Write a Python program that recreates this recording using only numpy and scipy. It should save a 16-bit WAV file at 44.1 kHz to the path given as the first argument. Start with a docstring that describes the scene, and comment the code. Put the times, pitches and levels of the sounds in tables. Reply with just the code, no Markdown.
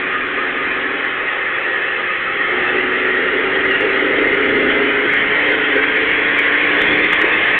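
"""A V8 car's exhaust booms as it pulls on a chassis dynamometer in a workshop, heard beside the rear wheel.
Crank orders sweep through the tailpipe resonances over a rasp of pulsed noise; the revs climb throughout,
and the throttle, part open at first and then eased off, is wide open from 2.5 s. The rear tyres sing on steel
rollers: a ring of tread noise that repeats every turn, tread-block tones and wavering whistles. Filtered noise
gives the low gas rumble and the rush of air. A small narrow-band camera hears it."""
import sys
import numpy as np
from scipy import signal
from scipy.fft import rfft, irfft
from scipy.io import wavfile

SR = 44100
rng = np.random.default_rng(int(sys.argv[2]) if len(sys.argv) > 2 else 0)


def log_audio(samples):
    """Write samples as a 16-bit WAV file to the path given in sys.argv[1]."""
    # one column per channel
    frames = np.atleast_2d(samples).T
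    # limit to full scale, then quantise
    limited = np.clip(frames, -1, 1)
    pcm = np.round(limited * 32767).astype(np.int16)
    wavfile.write(sys.argv[1], SR, pcm)


N = 334703
TIME = np.arange(N) / SR  # s
FREQ = np.maximum(np.arange(N // 2 + 1) * SR / N, 1)  # Hz, kept above zero for logarithms
TOP_HZ = 4400  # upper edge of the camera's narrow band


def undb(db):
    """Amplitude gain is ten to the power of the level in decibels over twenty."""
    return 10 ** (np.asarray(db) / 20)


def unit(x):
    """Normalization: divide by the root mean square to make it 1."""
    return x / np.sqrt(np.mean(x ** 2))


def curves(table):
    """Linear interpolation of each column of (time, ..) rows, sample by sample."""
    s, *columns = np.transpose(table)
    return [np.interp(TIME, s, c) for c in columns]


def slope(points, at=FREQ):
    """Spectral envelope: gain of (frequency, level) points joined on a logarithmic frequency axis."""
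    f, db = np.transpose(points)
    return undb(np.interp(np.log(at), np.log(f), db))


def resonance(hz, width):
    """Response of a damped second-order resonance, with gain 1 at its centre."""
    return 1 / (1 + 1j * (FREQ / hz - hz / FREQ) * hz / width)


def modal_power(modes, width_scale):
    """Power response of modes added as energies, each mode a resonance passed twice."""
    return sum(undb(2 * db) * abs(resonance(hz, width_scale * width)) ** 4 for hz, width, db in modes)


def colour(x, response):
    """Linear filtering: multiply the spectrum by a response, then bring it to rms 1."""
    return unit(irfft(rfft(x) * response, N))


def noise():
    """White noise: equal mean power at all frequencies."""
    return rng.standard_normal(N)


def walk(rate):
    """Slow random modulation of rms 1: chance values, `rate` a second, joined by straight lines."""
    steps = rng.standard_normal(4096)
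    return unit(np.interp(TIME * rate, np.arange(len(steps)), steps))


def crank_tone(cycles, order, flutter):
    """A rotation harmonic: phase follows the turning, and complex modulation shakes its size and phase."""
    shake = 1 + flutter * (walk(22) + 1j * walk(22))
    turn = np.exp(2j * np.pi * (order * cycles + rng.random()))
    return unit(np.real(shake * turn))


def gas_rumble():
    """Broadband turbulence: gas noise booms in the deep muffler chamber."""
    # spectral envelope of the rumble: (frequency [Hz], relative level [dB])
    chamber = [(15, -8.5), (30, -5.5), (55, -3), (80, -4.5), (100, -2.5), (130, -2.5), (180, 2), (225, 2),
               (280, 2.5), (335, 6), (420, -8), (600, -45)]
    # slow course of the rumble: (time [s], level [dB])
    rumble_level = [(0, -41), (2.2, -42.5), (2.75, -36.5), (4.25, -34.5), (4.55, -30.5), (4.8, -37),
                    (6.55, -36), (6.951, -29), (7.25, -37), (7.59, -35)]
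    (level_db,) = curves(rumble_level)
    unsteadiness_db = 1.7 * walk(9)
    return undb(level_db + unsteadiness_db) * colour(noise(), slope(chamber))


def air_rush(octaves, throttle):
    """Flow noise: air from fans and tailpipes grows louder with engine speed and gas flow."""
    # spectral envelope of the rush: (frequency [Hz], relative level [dB])
    rush_shape = [(200, -25), (450, 4.5), (580, 0.5), (700, -2), (900, -2), (1200, -6), (2000, -4.5),
                  (3300, -10), (4400, -47)]
    base_db, db_per_octave = -28, 6  # level at reference speed and wide-open throttle; rise per doubling
    load_db = 2  # more gas leaves the tailpipes at wide-open throttle
    level_db = base_db + db_per_octave * octaves + load_db * (throttle - 1)
    unsteadiness_db = 2.1 * walk(8)
    return undb(level_db + unsteadiness_db) * colour(noise(), slope(rush_shape))


def workshop(x, t60=0.66, wet_db=-11.5):
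    """Reverberation: hard walls add a dense echo that decays by 60 dB in `t60` seconds."""
    t = TIME[:SR]
    tail = rng.standard_normal(SR) * undb(-60 * t / t60) * (t > .006)
    echo = irfft(rfft(x) * rfft(tail / np.linalg.norm(tail), N), N)
    return unit(x + undb(wet_db) * echo)


def patchy(x, patchy_db, rate, count=26):
    """Band-wise amplitude modulation: overlapping bands swell and fade on their own, the treble most."""
    centres = np.linspace(700, TOP_HZ, count)  # Hz
    spectrum = rfft(x)
    total = 0
    for hz, share in zip(centres, np.eye(count)):
        band = irfft(spectrum * np.interp(FREQ, centres, share), N)
        depth_db = patchy_db * min(hz / 3000, 1) ** 2
        total = total + band * undb(depth_db * walk(rate))
    return total


def whistles(turns, waver=.03, rate=75):
    """Air pumping: grooves between unequal tread blocks whistle with random frequency modulation."""
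    # broken, wavering whistles: (multiple of a wheel turn, relative level [dB])
    groove_tones = [(96, -10), (122, -17), (135, -13), (160, -20.5), (193, -11)]
    step = np.diff(turns, prepend=0)
    total = 0
    for k, db in groove_tones:
        wavering_turns = np.cumsum(step * (1 + waver * walk(rate)))
        total = total + undb(db) * walk(28) * np.sin(2 * np.pi * k * wavering_turns)
    return total


def tread(turns, size=8192):
    """Periodic excitation: an irregular tread ring repeats every turn, with fresh random scuffing on top."""
    # spectral envelope of tread noise: (multiple of a wheel turn, relative level [dB])
    tread_pattern = [(40, -0.5), (60, 5.5), (75, -3), (86, 4), (96, 2), (104, 3.5), (112, -0.5), (122, 2),
                     (135, 3.5), (148, 0.9), (178, -1.7), (195, -0.5), (215, -3.5), (350, -3)]
    # strongest tread-block tones: (multiple of a wheel turn, level before the common cut [dB])
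    block_tones = [(96, -15), (113, -20), (114, -16), (131, -32.5)]
    scuff_db, block_cut_db = 3.5, 3.5

    place = turns * size
    count = int(place[-1]) // size + 2
    ring = np.tile(rng.standard_normal(size), count)
    contact = ring + undb(scuff_db) * rng.standard_normal(len(ring))
    # filter by position round the wheel, so that the pattern's pitch follows the speed
    multiples = np.maximum(np.arange(len(ring) // 2 + 1) / count, 1)
    contact = irfft(rfft(contact) * slope(tread_pattern, multiples) * (multiples < size / 20))
    rolling = unit(np.interp(place, np.arange(len(contact)), contact))
    blocks = sum(undb(db - block_cut_db) * crank_tone(turns, round(k), flutter=0.68) for k, db in block_tones)
    return rolling + blocks


def tyres(cycles, octaves, throttle):
    """Source and resonator: two rear tyres, slipping unequally, sing through a horn and ringing rollers."""
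    # the wedge between tyre and roller works as a horn: (frequency [Hz], relative level [dB])
    horn = [(400, -22), (850, -21), (1150, -12), (1330, -7.5), (1600, -5.5), (1850, -2), (2120, -1.5),
            (2280, -4.5), (2570, -7.5), (2750, -9), (3300, -10), (3700, -23), (4000, -28.5), (4400, -57.5)]
    # ringing of rollers and wheel wells: (frequency [Hz], width before scaling [Hz], relative level [dB])
    rings = [(802.7, 11, -6.5), (1090, 100, -11), (1232, 80, -6.5), (1766, 180, -5), (1889, 42, 3.5),
             (2086, 90, -0.5), (2600, 95, -12)]
    # brief peaks that overload the camera, heard as faint clipping ticks: (time [s], added level [dB])
    overload_peaks = [(4.705, 3.5), (5.783, 0.5), (5.84, 5), (6.14, 1), (6.813, 3.5), (7.131, 7),
                      (7.219, 4.5)]
    near_ratio, far_ratio, far_db = .6026, .6036, -5.0  # wheel turns per engine cycle; level of the far tyre
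    base_db, db_per_octave = -16.5, 9  # level at reference speed and wide-open throttle; rise per doubling
    load_db = 1.1  # drive torque at wide-open throttle makes the tread slip and sing louder
    peak_s = 0.008  # time from a peak's centre to 1/e of its dB

    near = near_ratio * cycles
    contact = tread(near) + undb(far_db) * tread(far_ratio * cycles) + whistles(near)
    # the contact patch squirms under load, so the song never holds still
    song = patchy(workshop(contact), patchy_db=3.0, rate=18)
    body = np.sqrt(slope(horn) ** 2 + modal_power(rings, width_scale=0.77))
    peak_db = sum(db * np.exp(-((TIME - s) / peak_s) ** 2) for s, db in overload_peaks)
    level_db = base_db + db_per_octave * octaves + load_db * (throttle - 1)
    return undb(level_db) * colour(song, body) * undb(peak_db)


def engine_orders(cycles, rpm, throttle):
    """Order tracking: cycle harmonics rise with the revs and boom as they cross pipe resonances."""
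    # engine orders: (multiple of the four-stroke cycle, relative level eased off [dB],
    # at part throttle [dB], wide open [dB])
    order_mix = [(10, -11.5, -7, -10), (11, -9.5, -9.5, -11), (12, -18, -6, -15), (13, -21.5, -9, -24.5),
                 (14, -15.5, -11.5, -16.5), (15, -25.5, -21.5, -17.5), (16, -5.5, -10, -5.5),
                 (17, -15.5, -10.5, -18), (18, -6.5, -6, -12.5), (19, -19.5, -14, -13.5),
                 (20, -18, -15.5, -14), (21, -3, -11, -11.5), (22, -9, -13.5, -14), (23, -3, -10, -18),
                 (24, -3, -10, -13.5), (25, -10, -10, -9), (27, -10.5, -10.5, -12)]
    # tailpipe response: (frequency [Hz], relative level [dB])
    pipe = [(220, -26), (242, -18.5), (255, -2.5), (265, -8.5), (279, -1), (298, 2.5), (313, -5), (335, -8),
            (360, 0.5), (410, -2), (445, -1.5), (485, -10), (525, -4), (590, -14.5), (800, -17.5)]
    # unevenness of combustion: (throttle [0 to 1], flutter before the booming orders' share [ratio])
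    unevenness = [(0, .2), (.5, .3), (1, .4)]
    boom_orders, boom_share = (10, 11, 16, 18, 24), .45  # booming orders keep only this share of the flutter

    flutter = np.interp(throttle, *np.transpose(unevenness))
    orders = 0
    for k, *mix_db in order_mix:
        k = round(k)
        hz = k * rpm / 120
        order_db = np.interp(throttle, [0, .5, 1], mix_db)
        share = boom_share if k in boom_orders else 1
        orders = orders + undb(order_db) * slope(pipe, hz) * crank_tone(cycles, k, flutter * share)
    return orders


def gas_rasp(cycles):
    """Pulsed turbulence: noise swells at each firing and is coloured by the muffler resonances."""
    # muffler resonances: (frequency [Hz], width before scaling [Hz], relative level [dB])
    muffler = [(306.4, 51, -9), (337, 48, -9), (387, 82, -4), (424.6, 40, 3), (518, 27, -3)]
    # eight puffs a cycle, bunched once a cycle by the uneven firing of each bank
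    firing = 1 + 0.48 * np.cos(2 * np.pi * 8 * cycles)
    bunching = 1 + 0.27 * np.cos(2 * np.pi * cycles)
    gas = noise() * firing * bunching * undb(1.3 * walk(12))
    return colour(gas, np.sqrt(modal_power(muffler, width_scale=1.2)))


def exhaust(cycles, rpm, throttle):
    """Superposition of tonal engine orders and gas noise, both driven by how hard the exhaust blows."""
    # how hard the exhaust blows: (time [s], level [dB])
    effort = [(0, -27.5), (.75, -25.5), (1.3, -27.5), (1.7, -27.5), (2.17, -30.5), (2.45, -24.5),
              (2.8, -18), (3.4, -18.5), (4.1, -16), (4.601, -13), (5.3, -21), (5.8, -17), (6.399, -20.5),
              (6.95, -17), (7.59, -23.5)]
    # barks of gas from the tailpipes: (time [s], level added to the rasp [dB])
    barks = [(3.24, 8), (3.61, 8), (3.851, 10.5), (4.23, 8.5), (4.68, 5), (5.061, 11), (5.53, 5.5),
             (5.77, 12), (6.8, 5.5), (6.92, 1.5), (7.23, 10)]
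    orders_db, rasp_db = -1.5, -10.5  # relative to the effort
    bark_s = 0.028  # time from a bark's peak to 1/e of its dB

    (effort_db,) = curves(effort)
    bark_db = sum(db * np.exp(-((TIME - s) / bark_s) ** 2) for s, db in barks)
    orders = undb(orders_db) * engine_orders(cycles, rpm, throttle)
    rasp = undb(rasp_db + bark_db) * gas_rasp(cycles)
    # the whole flow surges a little
    surge = undb(1.0 * walk(16))
    return surge * undb(effort_db) * (orders + rasp)


def scene():
    """Kinematic coupling: exhaust and tyres follow the crankshaft, two revolutions to a four-stroke cycle."""
    # engine speed: (time [s], speed [rpm])
    speed = [(0.0, 2496), (0.75, 2562), (1.5, 2623), (2.25, 2676), (3.0, 2787), (3.75, 2903), (4.5, 3023),
             (5.25, 3160), (6.0, 3362), (6.75, 3515), (7.59, 3741)]
    # the driver's foot: (time [s], throttle [0 eased off, 0.5 part open, 1 wide open])
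    foot = [(1.0, .5), (1.398, 0.095), (2.3, 0), (2.5, 1)]
    (rpm,), (throttle,) = curves(speed), curves(foot)
    cycles = np.cumsum(rpm / 120) / SR
    octaves = np.log2(rpm / 3000)  # speed relative to a reference of 3000 rpm
    background = gas_rumble() + air_rush(octaves, throttle)
    mix = background + tyres(cycles, octaves, throttle) + exhaust(cycles, rpm, throttle)
    return mix[None]


def record(dry):
    """Saturation and band limiting: the camera rounds peaks, keeps the low band and clips what is still high."""
    rounded = 1.15 * np.tanh(dry / 1.15)
    narrow = signal.sosfilt(signal.ellip(12, .1, 95, TOP_HZ, fs=SR, output="sos"), rounded)
    # peaks that still pass the limit clip with a tiny tick, itself low-passed at 15.8 kHz
    clipped = np.clip(narrow, -.7, .7)
    return signal.sosfilt(signal.ellip(8, .2, 70, 15800, fs=SR, output="sos"), clipped)


dry = scene()
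out = record(dry)
log_audio(out)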